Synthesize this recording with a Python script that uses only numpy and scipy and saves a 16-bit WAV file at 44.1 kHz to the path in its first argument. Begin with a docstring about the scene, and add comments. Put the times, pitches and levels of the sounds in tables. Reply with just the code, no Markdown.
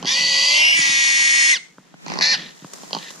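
"""Wild pig squealing in the grass

A wild pig pinned in the grass gives one long shrill squeal, then a short hoarse one, with growls around them.
Squeal: the vocal folds chop a high throat whistle into sidebands, mixed with turbulence puffs.
Growl: single fold slaps ring the chest and crack through the mouth; a fluttering noise rasp follows.
Ground, brush and trees return a faint noise tail. Filtered noise makes the jacket's rustle and snaps.
Damped low tones and noise taps make the pig's low opening grunt, then dull bumps by the microphone.
Low lumpy noise is the outdoor rumble, swelling with the pig's growl to carry its continuous low part."""
import sys
import numpy as np
from scipy import signal
from scipy.fft import rfft, irfft
from scipy.io import wavfile
from scipy.ndimage import uniform_filter1d

SR = 44100
rng = np.random.default_rng(int(sys.argv[2]) if len(sys.argv) > 2 else 0)


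def master_out(mix):
    """Clip the mix to full scale and print it as 16-bit PCM to the path in sys.argv[1]."""
    frames = np.transpose(np.atleast_2d(mix))
    ceiling = np.clip(frames, -1, 1)
    pcm = np.round(ceiling * 32767).astype(np.int16)
    wavfile.write(sys.argv[1], SR, pcm)


N = 141120


def amp(db):
    """Decibels to gain."""
    return 10 ** (np.asarray(db) / 20)


def unit(x):
    """Scale to rms 1."""
    return x / np.sqrt(np.mean(x ** 2) + 1e-20)


def along(table, t_s, axis=1):
    """Column of a time curve, linear in t."""
    rows = np.array(table, float)
    return np.interp(t_s, rows[:, 0], rows[:, axis])


def across(table, hz, axis=1):
    """Column of a spectrum, linear in log f."""
    rows = np.array(table, float)
    return np.interp(np.log(hz + 1), np.log(rows[:, 0]), rows[:, axis])


def colour(x, spectrum):
    """Zero-phase filter by a spectrum, to rms 1."""
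    hz = np.fft.rfftfreq(len(x), 1 / SR)
    return unit(irfft(rfft(x) * amp(across(spectrum, hz)), len(x)))


def noise():
    """White noise for the whole scene."""
    return rng.standard_normal(N)


def wander(size, hz):
    """Low-passed random drift, rms 1 over the whole scene."""
    f = np.fft.rfftfreq(N, 1 / SR)
    return unit(irfft(rfft(noise()) / (1 + (f / hz) ** 2), N))[:size]


def add(mix, s, sound):
    """Mix a sound in at s seconds."""
    part = mix[max(round(s * SR), 0):][:len(sound)]
    part += sound[:len(part)]


def burst(spectrum, decay_s, ring_s=.01, ring_db=-60):
    """Decaying noise push plus weaker ring through a minimum-phase body filter."""
    t = np.arange(4096) / SR
    envelope = np.exp(-t / decay_s) + amp(ring_db) * np.exp(-t / ring_s)
    push = rng.standard_normal(len(t)) * envelope
    log_gain = np.log(amp(across(spectrum, abs(np.fft.fftfreq(len(t), 1 / SR)))))
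    body = np.exp(np.conj(signal.hilbert(log_gain)))
    out = np.fft.ifft(np.fft.fft(push) * body).real
    return unit(out) * np.sqrt(2 * decay_s / t[-1])


def spread(source, side_db):
    """Two draws of a source as middle and side."""
    return source() + amp(side_db) * np.array([[1], [-1]]) * source()


# low rumble spectrum, outdoors and growl [f/Hz, gain/dB]
RUMBLE_SPECTRUM = [(25,-16),(60,-58),(105,-31),(155,4),(300,-4),(600,-13),(2000,-13.5),(6500,-26.5),(9000,-66)]
# low rumble level, swelling with the pig's growl [t/s, level/dB]
RUMBLE_LEVEL = [(0,-48),(.6,-48.5),(1.7,-58),(1.98,-54),(2.1,-33.5),(2.55,-49),(2.96,-42),(3.2,-57.5)]


def rumble():
    """Low lumpy rumble: outdoor noise with slow random level drift, swelling with the pig's growl."""
    level_db = along(RUMBLE_LEVEL, np.arange(N) / SR) + 5.54 * wander(N, 2.7)
    return colour(noise(), RUMBLE_SPECTRUM) * amp(level_db)


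# jacket rubbing level [t/s, level/dB]
CLOTH_LEVEL = [(0,-52),(1.95,-63.5),(2.1,-50.5),(2.55,-53.5),(2.715,-49),(2.745,-45.5),(3.2,-46)]
# cloth spectrum [f/Hz, gain/dB]
CLOTH_SPECTRUM = [(100,-53),(170,-1),(1000,-3.5),(3200,-16),(5000,-6.5),(7000,-3.5),(8300,-12.5),(15000,-24.5)]
# cloth snaps [t/s, level/dB]
SNAPS = [(2.735,-36.5),(3.105,-41)]
SNAP_DECAY_S, CLOTH_GRAIN_DB, CLOTH_GRAIN_HZ = 0.0053, 2.5, 300


def jacket():
    """Cloth rub: noise with random fast grain, plus short snaps."""
    grain = amp(CLOTH_GRAIN_DB * wander(N, CLOTH_GRAIN_HZ))
    rub = colour(noise() * grain, CLOTH_SPECTRUM)
    out = amp(along(CLOTH_LEVEL, np.arange(N) / SR)) * rub
    for s, db in SNAPS:
        add(out, s, amp(db) * burst(CLOTH_SPECTRUM, SNAP_DECAY_S))
    return out


# the pig's low opening grunt (first row), then bumps by the microphone [t/s, thump level/dB, tap level/dB]
GRUNT_AND_BUMPS = [(.038,-29.5,-37),(0.7903,-30.5,-36),(0.893,-35,-49),(1.783,-42,-39.5),(1.941,-42,-40.5),(2.622,-37.5,-49),(2.6453,-33.5,-35.5)]
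# thump partials [f/Hz, level/dB]
THUMP_PARTIALS = [(175,3.9),(265,0)]
# tap spectrum [f/Hz, gain/dB]
TAP_SPECTRUM = [(150,-19.5),(500,1),(900,3),(1500,1.5),(2000,-19),(4000,-18),(15000,-50)]
THUMP_PEAK_S, TAP_DECAY_S = 0.0028, 0.0018


def grunt_and_bumps():
    """Low opening grunt, then dull bumps by the microphone: damped low partials plus a noise tap."""
    out, t = np.zeros(N), np.arange(SR // 10) / SR
    tones = sum(amp(db) * np.sin(2 * np.pi * hz * t) for hz, db in THUMP_PARTIALS)
    thump = tones * (t / THUMP_PEAK_S) * np.exp(1 - t / THUMP_PEAK_S)
    thump = signal.sosfilt(signal.butter(6, 135, "high", fs=SR, output="sos"), thump)
    for s, thump_db, tap_db in GRUNT_AND_BUMPS:
        add(out, s, amp(thump_db) * thump)
        add(out, s, amp(tap_db) * burst(TAP_SPECTRUM, TAP_DECAY_S))
    return out


GROUND_DB, GROUND_DECAY_S = -17, 0.0031
BRUSH_DB, BRUSH_T60_S = -15, 0.34
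TREES_DB, TREES_DELAY_S, TREES_SPREAD_S = -34, 0.115, 0.012


def brush(x):
    """Scatter from ground, undergrowth and trees: noise taps, independent per ear."""
    t = np.arange(SR // 2) / SR
    ground = np.exp(-t / GROUND_DECAY_S)
    undergrowth = amp(-60 * t / BRUSH_T60_S)
    trees = np.exp(-((t - TREES_DELAY_S) / TREES_SPREAD_S) ** 2)
    shapes = [(GROUND_DB, ground), (BRUSH_DB, undergrowth), (TREES_DB, trees)]
    taps = sum(amp(db) * unit(shape) * rng.standard_normal((2, len(t))) for db, shape in shapes)
    return signal.fftconvolve(x[None], taps / np.sqrt(len(t)), axes=1)[:, :N]


# microphone pair [f/Hz, left lead/rad, left minus right/dB]
PORTS = [(100,0,0),(780,-.1,-4),(1020,-1.3,-6),(1400,-4.7,-1),(1950,-5.1,2),(2200,-3.1,4),(2420,-1.2,0),(2850,.1,-3),(4200,0,0),(5500,-.8,-5),(6100,.3,0),(6950,.2,7),(7450,3.3,0),(8700,5.2,-12)]


def ports(x):
    """Direct sound at two microphone ports: phase and level differ with frequency, power kept."""
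    hz = np.fft.rfftfreq(2 * N, 1 / SR)
    lead_rad, tilt = across(PORTS, hz), amp(across(PORTS, hz, axis=2))
    pair = np.array([tilt * np.exp(1j * lead_rad), np.ones(len(hz))]) * np.sqrt(2 / (1 + tilt ** 2))
    return irfft(rfft(x, 2 * N) * pair)[:, :N]


# throat postures, each [f/Hz, gain/dB]
SLACK = [(300,-29),(1000,-7.5),(1400,-28),(1980,0),(2600,-12.5),(3450,0.5),(4150,-11),(4600,0.5),(5000,-5.5),(5750,-1.5),(7000,-19),(8000,-23.5),(15000,-50)]
TIGHT = [(300,-26),(550,-15),(750,-22.5),(1000,-11.5),(1350,-39),(1700,-37.5),(2000,-5.5),(2400,-15.5),(3100,-7.5),(3450,-15.5),(4200,-12),(4520,4.5),(5000,-15),(6700,-16.5),(7600,-22.5),(10500,-45.5),(15000,-52)]
PINCHED = [(300,-31.5),(650,-19),(1050,-16),(1350,-33),(1800,-28.5),(2200,-3),(2500,-9),(2880,-1.5),(3700,-18.5),(4400,-25),(5250,-6.5),(5900,-15.5),(6800,-29),(8100,-26.5),(15000,-54)]
WIDE = [(300,-20),(700,-40.5),(1000,-14),(1350,-26.5),(1650,-20.5),(1900,-4),(2200,-2.5),(2500,-13.5),(2850,-13.5),(3300,-8.5),(4050,-17.5),(4400,-14.5),(4900,-19.5),(5230,-3.5),(5600,-12),(6450,-9),(7600,-16),(8800,-16),(10500,-40.5),(15000,-48.5)]
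HOARSE = [(300,-18.5),(1000,-5),(1350,-18),(1800,-5),(2150,4.5),(2600,-3.5),(3000,-10.5),(3300,-20),(3800,-5.5),(4400,8.5),(5200,1.5),(6500,-6.5),(7600,-17.5),(10500,-36.5),(15000,-56)]
# mouth motion [t/s, posture (index into POSTURES), resonance stretch/ratio, odd sideband strength/0-1]
MOUTH = [(.07,0,0.98,.3),(.125,0.2,1.065,0.3),(.17,1.4,0.99,0.25),(.25,1,1.01,0.16),(.54,1.11,1.036,0.5),(.64,2,0.99,0.64),(.74,2.2,0.99,0.3),(.82,3.5,1.042,1),(1.52,3,1,0.76),(1.548,3.5,1.064,0.24),(1.59,4.5,0.74,0.2),(2.2,5,0.93,0.45),(2.33,5,0.98,0.39),(2.365,3.5,0.82,0.31)]
POSTURES = [SLACK, TIGHT, PINCHED, WIDE, SLACK, HOARSE]


def throat(x, start_s):
    """Time-varying vocal tract: blended postures, resonances stretched as the mouth moves."""
    hz, t, z = signal.stft(x, SR, nperseg=512, noverlap=384)
    posture = np.clip(along(MOUTH, t + start_s), 0, 5)
    tract_hz = hz[:, None] / along(MOUTH, t + start_s, axis=2)
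    gain_db = 0
    for k, shape in enumerate(POSTURES):
        weight = np.maximum(1 - abs(posture - k), 0)
        gain_db = gain_db + weight * across(shape, tract_hz)
    return signal.istft(z * amp(gain_db), SR, nperseg=512, noverlap=384)[1][:len(x)]


# whistle harmonics 1, 2, ... [level/dB]
WHISTLE_DB = [4.5, 0, -1, 0.5, -19, 5.5]
# breath turbulence spectrum [f/Hz, gain/dB]
TURBULENCE = [(200,-21.5),(1500,4.5),(2200,-0.5),(3200,3),(5000,1),(9000,5),(15000,4)]
SIDEBAND_DB, SIDEBAND_FALL_DB_PER_ORDER, SIDEBAND_SMEAR_RAD, FOLDS_DB = -4, -1, 0.93, -7.5
# rms frequency deviations as ratios; both jitters are at roughness 1
FOLD_JITTER, WHISTLE_JITTER, JITTER_HZ, WAVER, WAVER_HZ = .045, .022, 260, .0047, 30
SHIMMER_DB, SHIMMER_HZ, PUFF_DEPTH = 0.6, 127, 0.4
FULL_CHOP_ROUGHNESS = 0.29  # folds chop the whistle fully from here up


def squeal(curve):
    """Jittery whistle chopped by the folds, plus turbulence puffs, through the throat."""
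    t = np.arange(curve[0][0], curve[-1][0], 1 / SR)
    n = len(t)
    odd = along(MOUTH, t, axis=3)
    rough = np.clip(along(curve, t, axis=4), 0, 1)

    fold_hz = along(curve, t) * (1 + FOLD_JITTER * rough * wander(n, JITTER_HZ))
    fold = 2 * np.pi * np.cumsum(fold_hz) / SR
    drift = WHISTLE_JITTER * rough * wander(n, JITTER_HZ) + WAVER * wander(n, WAVER_HZ)
    whistle = 2 * np.pi * np.cumsum(along(curve, t, axis=2) * (1 + drift)) / SR

    sidebands = 0
    for m in (-3, -2, -1, 1, 2, 3):
        gain = amp(SIDEBAND_DB + SIDEBAND_FALL_DB_PER_ORDER * (abs(m) - 1)) * odd ** (m % 2)
        sidebands = sidebands + gain * np.exp(1j * (m * fold + SIDEBAND_SMEAR_RAD * m * m))
    chop = 1 + np.sqrt(np.minimum(rough / FULL_CHOP_ROUGHNESS, 1)) * sidebands
    harmonics = sum(amp(db) * np.exp(1j * (k + 1) * whistle) for k, db in enumerate(WHISTLE_DB))
    tone = (chop * harmonics).real
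    tone += amp(FOLDS_DB) * sum(odd ** (m % 2) * np.cos(m * fold) for m in range(1, 5))

    puffs = colour(noise()[:n] * (1 + PUFF_DEPTH * np.cos(fold)), TURBULENCE)
    voice = np.sqrt(1 - rough) * unit(throat(tone, t[0])) + np.sqrt(rough) * unit(throat(puffs, t[0]))
    voice /= np.sqrt(uniform_filter1d(voice ** 2, size=900) + 1e-9)  # level over 20 ms
    effort_db = along(curve, t, axis=3) + SHIMMER_DB * wander(n, SHIMMER_HZ)
    return t[0], voice * amp(effort_db)


# rasping hiss level [t/s, level/dB]
RASP_LEVEL = [(2.21,-67),(2.37,-32.5),(2.49,-42),(2.54,-54),(2.96,-57.5),(3.01,-38.5),(3.1,-39.5),(3.2,-71)]
# rasp spectrum [f/Hz, gain/dB]
RASP_SPECTRUM = [(200,-26.5),(1400,-15),(1800,3.5),(2500,-6),(3200,-1),(3800,1),(4600,-7),(6500,-15),(8000,-28),(15000,-53)]
RASP_RATE_HZ, RASP_FLUTTER = 45, 0.28


def rasp():
    """Breath noise with random level drift and a regular flutter."""
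    t = np.arange(N) / SR
    level_db = along(RASP_LEVEL, t) + 2.1 * wander(N, 110)
    flutter = 1 + RASP_FLUTTER * np.cos(2 * np.pi * RASP_RATE_HZ * t)
    return colour(noise(), RASP_SPECTRUM) * amp(level_db) * flutter


# slack-fold slaps [t/s, chest level/dB, crack level/dB]
GROWL = [(.027,-26.5,-26.5),(.047,-24,-26),(0.056,-38,-20.5),(2.0635,-28.5,-30.5),(2.082,-29,-27),(2.1008,-27,-25),(2.1192,-26,-24),(2.138,-26,-24),(2.157,-26,-31),(2.173,-25,-29),(2.1882,-23,-15),(2.201,-24.5,-27),(2.2107,-24,-14.5),(2.834,-34,-40),(2.908,-32,-35),(2.9308,-24.5,-14),(2.949,-20.5,-18),(2.9662,-22,-31),(2.987,-45,-25.5)]
# chest spectrum [f/Hz, gain/dB]
CHEST_SPECTRUM = [(110,-61),(170,1),(300,-4),(600,-3.5),(1080,5),(1400,-10.5),(1700,-15),(2500,-15),(9000,-74)]
# crack spectrum [f/Hz, gain/dB]
CRACK_SPECTRUM = [(200,-39),(1500,-24),(2600,-9),(3150,12),(3550,-4),(4300,6.5),(5300,0.5),(6700,-6.5),(7800,-54),(15000,-104)]
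CHEST_DECAY_S, CHEST_RING_S, CHEST_RING_DB = 0.0015, 0.012, -15
CRACK_DECAY_S, CRACK_RING_S, CRACK_RING_DB = 0.0007, 0.011, -22.5
REBOUND_S, REBOUND_DB = .0087, -10  # second crack as the folds part again, re chest level
HOARSE_FROM_S, HOARSE_TO_S = 2, 2.5  # growl into the short squeal shares its throat


def growl(out):
    """Add single fold slaps: a chest burst, a crack and a rebound crack each."""
    for s, chest_db, crack_db in GROWL:
        add(out, s, amp(chest_db) * burst(CHEST_SPECTRUM, CHEST_DECAY_S, CHEST_RING_S, CHEST_RING_DB))
        mouth = HOARSE if HOARSE_FROM_S < s < HOARSE_TO_S else CRACK_SPECTRUM
        for at_s, db in ((s, crack_db), (s + REBOUND_S, chest_db + REBOUND_DB)):
            add(out, at_s, amp(db) * burst(mouth, CRACK_DECAY_S, CRACK_RING_S, CRACK_RING_DB))


# squeals, each [t/s, fold rate f/Hz, whistle f/Hz, effort level/dB, roughness/0-1]
LONG_SQUEAL = [(.062,228.4,1550,-30,0.2),(.075,241.5,1622,-19,0.58),(.125,265.3,1851,-18,0.28),(.2,278.9,1994,-18,0.53),(.36,272.3,1944,-17,0.42),(.5,287.3,2028,-15,0.52),(.68,317.6,2225,-13,0.39),(.79,298,2251,-16.5,0.29),(.97,287.9,2191,-16.5,0.3),(1.25,286.8,2177,-15.5,0.27),(1.51,293.9,2184,-14,0.34),(1.54,274.5,2044,-13.5,0.03),(1.553,269,1760,-22,0.1),(1.568,253.2,1490,-23,0.02),(1.592,215,1060,-51,0.02)]
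SHORT_SQUEAL = [(2.21,197,1649,-24,0.27),(2.224,249.9,1700,-14.5,0.66),(2.292,275.1,1822,-17.5,0.54),(2.325,267.8,1822,-15.5,0.33),(2.346,258.4,1530,-15.5,0.22),(2.365,236,1144,-29.5,0.16)]


def pig():
    """The pig's rasp, squeals and growl slaps."""
    out = rasp()
    for curve in (LONG_SQUEAL, SHORT_SQUEAL):
        add(out, *squeal(curve))
    growl(out)
    return out


def scene():
    """Pig direct and scattered, with rumble, jacket, low grunt and bumps."""
    voice = pig()
    low = spread(rumble, side_db=-3.0) + grunt_and_bumps()
    return low + spread(jacket, side_db=1.0) + brush(voice) + ports(voice)


OVERLOAD, CUT_HZ = 0.67, 15300  # soft ceiling (full scale = 1), low-pass


def record(dry):
    """Soft overload on the highest peaks, then band limit."""
    held = dry / (1 + (dry / OVERLOAD) ** 6) ** (1 / 6)
    lowpass = signal.firwin(511, CUT_HZ, window=("kaiser", 9), fs=SR)
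    return signal.oaconvolve(held, lowpass[None], "same")


dry = scene()
out = record(dry)
master_out(out)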